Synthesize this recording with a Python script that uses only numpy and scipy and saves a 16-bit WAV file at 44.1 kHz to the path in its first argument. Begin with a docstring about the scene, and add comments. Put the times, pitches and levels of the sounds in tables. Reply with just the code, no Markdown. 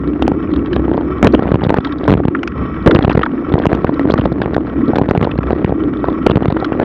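"""On a dirt trail, a mountain bike jumps off a wooden ramp and lands, heard from the rider's camera.
Bumps excite the camera case by impact and briefly overload the microphone; landings shake the mount
and clip the recorder. Chain and pebbles ring the frame's resonances. Rolling contact makes the tyres
hiss, with more chatter and grit on rough ground. Turbulent wind rumbles round the case and hums in
its cavity."""
import sys
import numpy as np
from scipy import signal
from scipy.fft import rfft, irfft, next_fast_len
from scipy.io import wavfile
from scipy.ndimage import map_coordinates

SR = 44100
rng = np.random.default_rng(int(sys.argv[2]) if len(sys.argv) > 2 else 0)


def store_pcm(level_fs):
    """Save levels as 16-bit WAV."""
    pcm = np.round(np.clip(level_fs, -1, 1) * 32767).astype(np.int16)
    wavfile.write(sys.argv[1], SR, np.atleast_2d(pcm).T)


N = 301644


# the hardest bumps, in relative levels: start_s, thud_db, knock_db, edge_db
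BUMPS = [(.2231, -8.5, -4.5, -28), (.2795, -5, -1.5, -20.5), (.3175, 3, -9, -50), (.7641, -1.5, -9, -29.5),
         (.9151, 0, -10, -41.5), (.9445, -10, -8.5, -48.5), (.978, -4, -6, -43), (1.2283, -1, 2, -17.5),
         (1.2463, 12.5, 1.5, -17.5), (1.2711, 4, -5.5, -16.5), (1.3487, -1, -27, -20),
         (1.3935, 0.5, -7, -39), (1.4238, -6.5, -7.5, -38.5), (1.5179, 7, -3, -37.5),
         (1.5433, 7, -9, -29.5), (1.5565, 2, -8.5, -32), (1.6353, 2, -11, -36), (1.6662, 7.5, -16, -35.5),
         (1.6945, 0, -10, -24.5), (1.7038, -4, 2.5, -36.5), (1.7421, -4, -2.5, -32), (1.7853, 6, -5, -34),
         (2.0792, -9, 2.5, -27.5), (2.1519, 4.5, -16, -43), (2.2018, -1, -8.5, -56),
         (2.2527, 5, -9.5, -37.5), (2.283, 5.5, -12, -28.5), (2.8628, 1.5, -2, -26),
         (2.8751, 11, 3.5, -22.5), (2.9502, 12, -0.5, -24), (2.9898, 6.5, -7, -24.5),
         (3.0483, 2, -7.5, -27.5), (3.0982, -11, -2, -28.5), (3.1506, 8, -16, -35.5),
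         (3.1934, 0.5, -14.5, -33), (3.5397, 11.5, -9.5, -25.5), (3.5549, -1.5, -3.5, -49),
         (3.6555, -7.5, 0.5, -27), (3.6672, 7.5, -10, -25.5), (3.7171, -12, -4.5, -37),
         (3.7299, 5, -2, -29.5), (3.8454, 4.5, .5, -36), (3.9951, -10.5, -5.5, -28.5), (4.0538, 0, -5, -49),
         (4.1015, 1, 0.5, -34), (4.1394, 5.5, -1, -25), (4.1957, 7, -16.5, -34), (4.2567, 0.5, -1.5, -33),
         (4.3193, 1, -12, -44.5), (4.4174, -9.5, -5.5, -34), (4.459, -0.5, -10.5, -36),
         (4.5652, 0, -0.5, -38), (4.5801, -3, -6.5, -44), (4.9349, -6.5, -8, -52), (4.9573, -8.5, -8, -28),
         (4.969, -6, -6.5, -42), (4.9847, -1, -3.5, -28), (5.0147, 6, -4.5, -39), (5.0885, 2.5, -8, -35.5),
         (5.1109, 2.5, -0.5, -26), (5.1509, -9, -5.5, -35.5), (5.1761, 8, -15, -27), (5.2126, 4, -17, -30),
         (5.2285, -4, -13, -25), (5.2509, -1.5, -9, -35.5), (5.2719, -11, -5.5, -55.5),
         (5.3881, 6.5, -13, -34.5), (5.5064, -5.5, -3, -33), (5.53, 3.5, -2, -47.5),
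         (5.6462, 8, -7.5, -28.5), (5.6946, -0.5, -10.5, -61), (5.7233, -3.5, -6.5, -58),
         (6.0424, -16, -2.5, -36.5), (6.0852, -3, -4.5, -40.5), (6.2658, 5, -4.5, -16),
         (6.2987, 4, -1, -28), (6.3159, 0.5, -10, -26), (6.3574, 9, -12, -29), (6.371, 5.5, -8, -30),
         (6.457, 1, -7, -28), (6.4823, 9, -24, -31.5), (6.5242, 1, -15, -31), (6.6255, -4.5, -10, -42),
         (6.7212, -2, -8, -43.5), (6.7995, -4.5, -2, -28)]
# frequency response of the struck case: frequency_hz, level_db
CASE_RESPONSE = [(20, -36), (65, 1.5), (150, 4.5), (300, 5.5), (450, 4.5), (700, -1.5), (1000, 0.5),
                 (1400, -2.5), (2800, 0), (4000, -9.5), (5500, -30), (8000, -35.5), (15000, -44.5)]
def case_knocks(rebound_hz=340, uneven_db=5.0, modes=22, max_blows=400):
    """Impact excitation: each bump throws the case against its mount, in alternating directions."""
    track, mode_hz = np.zeros(N), np.geomspace(600, 9000, modes)
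    mode_scatter = rng.standard_normal((max_blows, modes))
    rebound_scatter = rng.standard_normal(max_blows)
    for k, (s, thud_db, knock_db, edge_db) in enumerate(BUMPS + ramp_slats() + small_bumps()):
        blow = [(150, thud_db - 3.0), (700, knock_db), (2800, edge_db)]
        # every blow lands elsewhere and rings other resonances of the bike
        ringing = np.c_[mode_hz, uneven_db * mode_scatter[k] * signal.windows.tukey(modes, .2)]
        colour = lambda hz: along(CASE_RESPONSE, hz) + along(blow, hz) + along(ringing, hz) + 33
        add(track, s, (-1) ** k * pulse(colour, rebound_hz * np.exp(0.54 * rebound_scatter[k])))
    return track


def ramp_slats(start_s=2.0847, gap_s=.0208, wheel_lag_s=.0125, levels_db=(5, -6.5, -26.5)):
    """Periodic impacts: both wheels drum over three evenly spaced boards. Rows as in BUMPS."""
    return [(start_s + k * gap_s + lag, *levels_db) for k in range(3) for lag in (0, wheel_lag_s)]


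def small_bumps(levels_db=(-3.5, -11.5, -46), scatter_db=2.5):
    """Random impacts: roots and ruts strike only on rough stretches. Rows as in BUMPS."""
    return [(s, *(np.array(levels_db) + ground_db + scatter_db * deviation[:3]))
            for s, ground_db, deviation in chance_events(per_second=17) if ground_db > SMOOTH_DB + 2]


# landings and hard compressions, in relative levels: start_s, length_s, shudder_db, pitch_hz, clatter_db
HEAVY_LOADS = [(1.226, .057, -10.5, 220, -10.5), (1.335, .019, -4, 280.7, -7.5),
               (1.763, .016, -29.5, 404, -13.5), (2.86, .026, -6.5, 242, -6.5),
               (2.88, 0.095, -10.5, 326.2, -22.5), (4.879, .034, -12, 273, -29.5),
               (6.263, 0.011, -6, 338, -4.5), (6.811, .025, -16, 301, -15.5)]
def landings():
    """Shock excitation: the mount shudders at an unsteady pitch while the whole bike clatters."""
    track, waver, clatter = np.zeros(N), wobble(350), coloured_noise(RATTLE_SPECTRUM)
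    for s, length_s, shudder_db, pitch_hz, clatter_db in HEAVY_LOADS:
        span = slice(int(s * SR), int((s + length_s) * SR))
        phase = 2 * np.pi * np.cumsum(pitch_hz * np.exp(.3 * waver[span])) / SR
        shake = amp(shudder_db + 5.5) * np.sin(phase) + amp(clatter_db - 0.5) * clatter[span]
        add(track, s, signal.windows.tukey(len(shake), .2) * shake)
    return track


# the loudest chain and pebble strikes, in relative levels:
# start_s, clack_db, clack_hz, tick_db, tick_hz, ping_db
STRIKES = [(0.2214, -34, 1065, -20.5, 3040, -47), (0.5345, -26, 1210, -31, 3300, -70),
           (0.559, -26, 1180, -37, 3320, -62), (0.657, -30, 1230, -32.5, 2980, -56),
           (.729, -24, 1500, -27, 3270, -49), (1.269, -19, 1165, -23, 3100, -32),
           (1.6365, -39, 1010, -28, 3480, -52), (1.768, -20, 1200, -34.5, 3630, -56),
           (1.846, -22, 1670, -26.5, 3660, -57), (1.869, -22, 990, -32, 3230, -55),
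           (1.921, -29, 1750, -33.5, 3570, -68), (2.348, -12.5, 1390, -36, 2400, -54),
           (2.4301, -19, 1100, -20, 2480, -33), (2.4735, -20.5, 1383, -21.5, 2570, -25.5),
           (2.9088, -11, 1422, -24.5, 3520, -57), (2.958, -20, 1360, -21, 2580, -46),
           (3.0236, -35, 1070, -26.5, 3400, -53), (3.094, -22, 1130, -21, 2650, -57),
           (3.1056, -16, 1053, -29, 2880, -44), (3.2304, -8, 1393, -28, 3240, -41),
           (3.26, -12.5, 1130, -49, 3207, -55), (3.5857, -41, 1860, -32.5, 3163, -48),
           (3.747, -29, 1380, -33.5, 2970, -37.5), (4.1059, -25, 931, -28, 3400, -56),
           (4.1765, -17.5, 1330, -31.5, 3504, -62), (4.4158, -19, 1670, -34, 3630, -71),
           (4.5427, -21, 1590, -35.5, 3620, -46), (4.957, -21, 1462, -32, 3610, -47),
           (5.243, -22, 1200, -29.5, 3400, -58), (5.3123, -30, 1920, -26.5, 2850, -61),
           (5.4298, -22, 1270, -30, 2520, -49), (6.3077, -18, 970, -28.5, 3250, -58),
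           (6.566, -18.5, 1276, -38, 3170, -57), (6.644, -17.5, 1500, -22, 3330, -35),
           (6.726, -26, 1250, -35, 2664, -62)]
def frame_strikes(t60_s=0.011, attack_s=0.0092, ping_hz=5030, size=1024):
    """Modal ringing: chain and pebbles scrape the frame, exciting a clack, a tick and a faint ping."""
    track, t = np.zeros(N), np.arange(size) / SR
    for s, clack_db, clack_hz, tick_db, tick_hz, ping_db in STRIKES + small_strikes():
        def colour(hz):
            clack = amp(clack_db + 41.0) * resonance(hz, clack_hz, skirt_db=22.5)
            tick = amp(tick_db + 39.0) * resonance(hz, tick_hz, skirt_db=46.0)
            ping = amp(ping_db + 28.5) * resonance(hz, ping_hz, skirt_db=41.0)
            return decibels(clack / (1 + (hz / 2600) ** 6) + tick + ping)
        ring = pulse(colour, rebound_hz=tick_hz)
        scrape = rng.standard_normal(size) * amp(-60 * t / t60_s) * (1 - np.exp(-t / attack_s)) ** 2
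        strike = signal.fftconvolve(scrape, ring)
        # the scrape spreads the blow in time without changing its energy
        add(track, s, strike * np.linalg.norm(ring) / np.linalg.norm(strike))
    return track


def small_strikes(scatter_db=2.5, scatter_octaves=.2):
    """Random impacts: chain and pebbles hit all along, harder on rough ground. Rows as in STRIKES."""
    rows = []
    for s, ground_db, deviation in chance_events(per_second=16):
        force_db = ground_db + scatter_db * deviation[:3]
        clack_db, tick_db, ping_db = np.array([-28.5, -38, -67]) + force_db
        clack_hz, tick_hz = np.array([1300, 3100]) * 2 ** (scatter_octaves * deviation[3:])
        rows.append((s, clack_db, clack_hz, tick_db, tick_hz, ping_db))
    return rows


# spectrum of the chattering mount: frequency_hz, level_db
RATTLE_SPECTRUM = [(25, -54.5), (60, 6), (200, -7), (450, 7), (750, -1.5), (1100, -9), (1800, -12),
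                   (3500, -35), (5500, -50), (8000, -79), (14000, -115)]
def mount_rattle(level_db=-25.5):
    """Shot noise: small stones and ruts keep the mount chattering, more on rough ground."""
    knock = pulse(lambda hz: along(RATTLE_SPECTRUM, hz), rebound_hz=600)
    chatter = signal.fftconvolve(contacts(per_second=130, spread_db=5.0), knock)[:N]
    return amp(level_db + .95 * roughness() + 0.32 * tyre_load()) * unit(chatter)


# spectrum of tyres on dirt: frequency_hz, level_db
TYRE_SPECTRUM = [(250, 12), (450, 3.5), (620, -7), (850, -12), (1130, 13), (1350, -2), (1520, -2),
                 (1900, -20.5), (2650, -10), (2900, -54.5), (3400, -16), (4100, -37.5), (6500, -65.5),
                 (16000, -105)]
def tyre_hiss():
    """Rolling noise: the tread hisses on the dirt, joined by faint whistles."""
    return coloured_noise(TYRE_SPECTRUM) + amp(-1) * whistles()


TAKE_OFF_S, FALL_S, TOUCHDOWN_S = 2.29, 2.56, 2.87
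def hiss_envelope(level_db=-33, rough_change_db=-4, drift_db=3, flutter_db=4.0):
    """Amplitude modulation: the hiss flutters with the ground, dips at take-off, swells in the fall."""
    airborne = within(TAKE_OFF_S, TOUCHDOWN_S)
    jump_db = -3.5 * airborne + 9 * within(FALL_S, TOUCHDOWN_S)
    ground_db = rough_change_db * (1 - roughness() / SMOOTH_DB) + tyre_load()
    unsteady_db = (1 - .6 * airborne) * (drift_db * wobble(8) + flutter_db * wobble(60))
    return amp(level_db + ground_db + jump_db + unsteady_db)


# air whistles and frame resonances: pitch_hz, half_width_hz, level_db
WHISTLE_MODES = [(1325, 42, -7), (1900, 60, -15), (2270, 60, -21), (3070, 70, -28), (5260, 80, -42),
                 (5650, 200, -48)]
def whistles():
    """Resonant filtering: frame and case pick narrow, steady bands out of broadband noise."""
    peaks = lambda hz: sum(amp(db) * unit(lorentzian(hz - pitch_hz, half_width_hz))
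                           for pitch_hz, half_width_hz, db in WHISTLE_MODES)
    return filtered(rng.standard_normal(N), peaks)


# sizes of gravel under the tyres: pitch_hz, level_db
STONES = [(1150, -1), (1500, 2), (1850, 0), (2300, -14), (2700, -17.5), (3450, -13.5), (4100, -16.5)]
def gravel(level_db=-42):
    """Granular contact: grit crackles under the tread in clumps, each stone size at its own pitch."""
    crackle = 0
    for pitch_hz, db in STONES:
        click = pulse(lambda hz: decibels(resonance(hz, pitch_hz, skirt_db=62.5)), rebound_hz=pitch_hz)
        clumps = amp(6 * wobble(80))
        clicks = signal.fftconvolve(contacts(per_second=170, spread_db=6.5), click)[:N]
        crackle += amp(db) * clumps * unit(clicks)
    patches = amp(5 * wobble(40))
    return amp(level_db + 1.4 * roughness()) * unit(crackle * patches)


def loose_parts(knocks, t60_s=0.093, level_db=-9, size=2048, count=3):
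    """Sympathetic vibration: cables and fittings buzz on after each knock, now one, now another."""
    t, buzz = np.arange(size) / SR, np.zeros(N)
    shake = filtered(knocks, lambda hz: resonance(hz, 1700, skirt_db=5.0))
    for _ in range(count):
        tail = rng.standard_normal(size) * amp(-60 * t / t60_s) * (1 - np.exp(-t / 0.003))
        buzz += wobble(20) * signal.fftconvolve(shake, tail / np.linalg.norm(tail))[:N]
    return amp(level_db) * buzz / np.sqrt(count)


# spectrum of the eddies: frequency_hz, level_db
EDDY_SPECTRUM = [(15, -44.5), (25, -47.5), (35, -30), (50, -15.5), (64, 12), (80, -2.5), (130, -3.5),
                 (210, -0.5), (300, -0.5), (450, -13), (700, -56.5), (1500, -78.5), (4000, -120)]
# their strength, which eases as the bike goes light over a crest: time_s, level_db
EDDY_LEVELS = [(0, -23), (.8, -20), (1.02, -28), (1.28, -16.5), (1.7, -24), (1.92, -34.5), (2.14, -17.5),
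               (2.38, -34), (2.56, -17.5), (2.78, -22), (3.1, -21), (3.29, -35.5), (3.5, -24.5),
               (4.55, -21), (4.7, -26.5), (4.88, -21), (5.95, -22), (6.84, -30.5)]
def wind_buffeting(gust_db=2.2):
    """Turbulence: eddies press unevenly on the case and make a low rumble."""
    return amp(curve(EDDY_LEVELS) + gust_db * wobble(25)) * coloured_noise(EDDY_SPECTRUM)


# strength of the hum in the case's cavity: time_s, level_db
CAVITY_LEVELS = [(0, -17), (.92, -15), (1.12, -20.5), (1.44, -16), (1.68, -23.5), (2.37, -17), (2.55, -31),
                 (2.83, -28), (2.91, -8), (3.05, -22), (3.5, -18.5), (4.35, -19), (4.65, -21),
                 (4.82, -15.5), (5.24, -26), (5.92, -15.5), (6.5, -19), (6.84, -17.5)]
def cavity_hum(pitch_hz=296.9, drift_share=.05, half_width_hz=54.8, surge_db=2.5):
    """Cavity resonance: wind blows the hollow of the case, giving a noise band of wandering pitch."""
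    level = amp(curve(CAVITY_LEVELS) + surge_db * wobble(16))
    phase = 2 * np.pi * np.cumsum(pitch_hz * (1 + drift_share * wobble(11))) / SR
    band = lambda hz: lorentzian(hz, half_width_hz)
    in_phase, quadrature = (filtered(rng.standard_normal(N), band) for _ in range(2))
    return level * unit(in_phase * np.cos(phase) + quadrature * np.sin(phase))


def microphone_choke(knocks, limit=0.115, hold_s=0.0038, delay_s=0.0038):
    """Overload: a heavy push pins the microphone, lowering its gain for some milliseconds."""
    push = filtered(knocks, lambda hz: 1 / (1 + 1j * hz / 130))
    smoothed_delay = lambda hz: np.exp(-2j * np.pi * hz * delay_s - (hz / 400) ** 2)
    load = filtered(np.abs(push), lambda hz: smoothed_delay(hz) / (1 + 2j * np.pi * hz * hold_s))
    return 1 / (1 + (load / limit) ** 4)


SMOOTH_DB, EASE_S = -7, .04  # roughness between stretches; time to roll into one
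# stretches of rough ground: start_s, end_s, roughness_db
ROUGH_GROUND = [(0.744, 1.067, -4), (1.38, 1.796, -0.5), (2.03, 2.256, -1), (2.934, 3.23, 6),
                (3.509, 3.78, 0.5), (3.837, 3.917, 2.5), (4.047, 4.281, 1.5), (4.291, 4.6, -4),
                (4.878, 5.29, -0.5), (5.352, 5.714, -3.5), (6.052, 6.15, -3.5), (6.273, 6.6, 0.5),
                (6.722, 6.852, -1.5)]
def roughness():
    """Surface excitation: roughness of the ground under the wheels in dB, one value per sample."""
    corners, half = [], EASE_S / 2
    for start, end, db in ROUGH_GROUND:
        corners += [(start - half, SMOOTH_DB), (start + half, db)]
        corners += [(end - half, db), (end + half, SMOOTH_DB)]
    return curve(sorted(corners))


# turns and dips: start_s, end_s, gain_db
TURNS_AND_DIPS = [(.72, .93, 4.5), (1.39, 1.52, 4.5), (3.394, 3.55, 5.5), (4.677, 4.95, 6)]
def tyre_load():
    """Contact pressure: gain in dB, per sample, where the tyres press harder into the dirt."""
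    return sum(db * within(start, end) for start, end, db in TURNS_AND_DIPS)


def chance_events(per_second, count=300):
    """Jittered timing: one event in each equal slot, as time_s, roughness_db, five random deviations."""
    times = (np.arange(count) + rng.random(count)) / per_second
    deviations = np.clip(rng.standard_normal((count, 5)), -2, 2)
    ground_db = roughness()
    return [(s, ground_db[int(s * SR)], d) for s, d in zip(times, deviations) if s * SR < N]


def contacts(per_second, spread_db, count=3000):
    """Random point process: impulses of either sign, a few much larger than the rest."""
    place, chance, size, sign = rng.random((count, 4)).T
    heard = chance < per_second * N / SR / count
    sizes = heard * np.sign(sign - .5) * amp(spread_db * np.minimum(-np.log(size), 2))
    return np.bincount((place * N).astype(int), sizes, N)


def pulse(colour_db, rebound_hz, size=2048):
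    """Causal impulse response: a push of the given spectrum that swings back and dies out."""
    hz = np.fft.rfftfreq(size, 1 / SR)
    cepstrum = irfft(np.log(amp(colour_db(hz)) + 1e-7))
    cepstrum[1:size // 2] *= 2  # folding the cepstrum makes the push causal
    cepstrum[size // 2 + 1:] = 0
    all_pass = (rebound_hz - 1j * hz) / (rebound_hz + 1j * hz)
    return irfft(np.exp(rfft(cepstrum)) * all_pass) * np.hanning(2 * size)[size:]


def resonance(hz, centre_hz, skirt_db):
    """Broad resonance: gain that is skirt_db down an octave from the centre."""
    return amp(-skirt_db * np.abs(np.log2((hz + 1) / centre_hz)) ** 1.2)


def lorentzian(offset_hz, half_width_hz):
    """Resonance line shape: gain that halves at half_width_hz from the centre."""
    return 1 / (1 + (offset_hz / half_width_hz) ** 2)


def coloured_noise(spectrum):
    """Spectral shaping: noise of rms 1 with the given spectrum."""
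    return unit(filtered(rng.standard_normal(N), lambda hz: amp(along(spectrum, hz))))


def filtered(x, response):
    """Linear filtering: the spectrum of x times a response of frequency."""
    size = next_fast_len(N + SR // 4)
    return irfft(rfft(x, size) * response(np.fft.rfftfreq(size, 1 / SR)), size)[:N]


def wobble(knots_per_s):
    """Random modulation: a smooth curve with rounded extremes."""
    knots = 2 * np.tanh(rng.standard_normal(4096) / 2)
    at = np.linspace(0, N, 8192)
    return np.interp(np.arange(N), at, map_coordinates(knots, [at * knots_per_s / SR], mode="wrap"))


def within(start_s, end_s):
    """Time window: 1 inside and 0 outside, with sloping edges."""
    t = np.arange(N) / SR
    return np.clip(np.minimum(t - start_s, end_s - t) / EASE_S + .5, 0, 1)


def curve(points):
    """Linear interpolation of (time_s, value) points at every sample."""
    return np.interp(np.arange(N) / SR, *np.transpose(points))


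def along(points, hz):
    """Log-frequency interpolation of (frequency_hz, value) points."""
    point_hz, values = np.transpose(points)
    return np.interp(np.log(hz + 1), np.log(point_hz + 1), values)


def add(track, start_s, sound):
    """Superposition: mix a sound into the track."""
    part = track[max(0, round(start_s * SR)):][:len(sound)]
    part += sound[:len(part)]


def amp(db):
    """Decibels to gain."""
    return 10 ** (np.asarray(db) / 20)


def decibels(gain):
    """Gain to decibels."""
    return 20 * np.log10(gain + 1e-7)


def unit(x):
    """Normalisation to rms 1."""
    return x / np.sqrt(np.mean(np.abs(x) ** 2) + 1e-20)


def scene():
    """Superposition at one microphone: knocks choke the rolling and wind; chatter eases at take-off."""
    knocks = case_knocks()
    hiss_gain = hiss_envelope()
    grounded = 1 - 0.49 * within(TAKE_OFF_S, FALL_S)
    wind = wind_buffeting() + cavity_hum()
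    rolling = hiss_gain * tyre_hiss() + grounded * (mount_rattle() + gravel()) + loose_parts(knocks)
    impacts = knocks + landings() + frame_strikes()
    return (impacts + microphone_choke(knocks) * (rolling + wind))[None]


def record(dry, hardness=10, low_cut_hz=32, top_hz=15900):
    """Saturation and band limiting: the recorder cuts deep rumble, clips and drops the top treble."""
    passed = filtered(dry[0], lambda hz: 1 / np.sqrt(1 + (low_cut_hz / (hz + 1)) ** 4))
    clipped = passed / (1 + np.abs(passed) ** hardness) ** (1 / hardness)
    return filtered(clipped, lambda hz: hz < top_hz)[None]


dry = scene()
out = record(dry)
store_pcm(out)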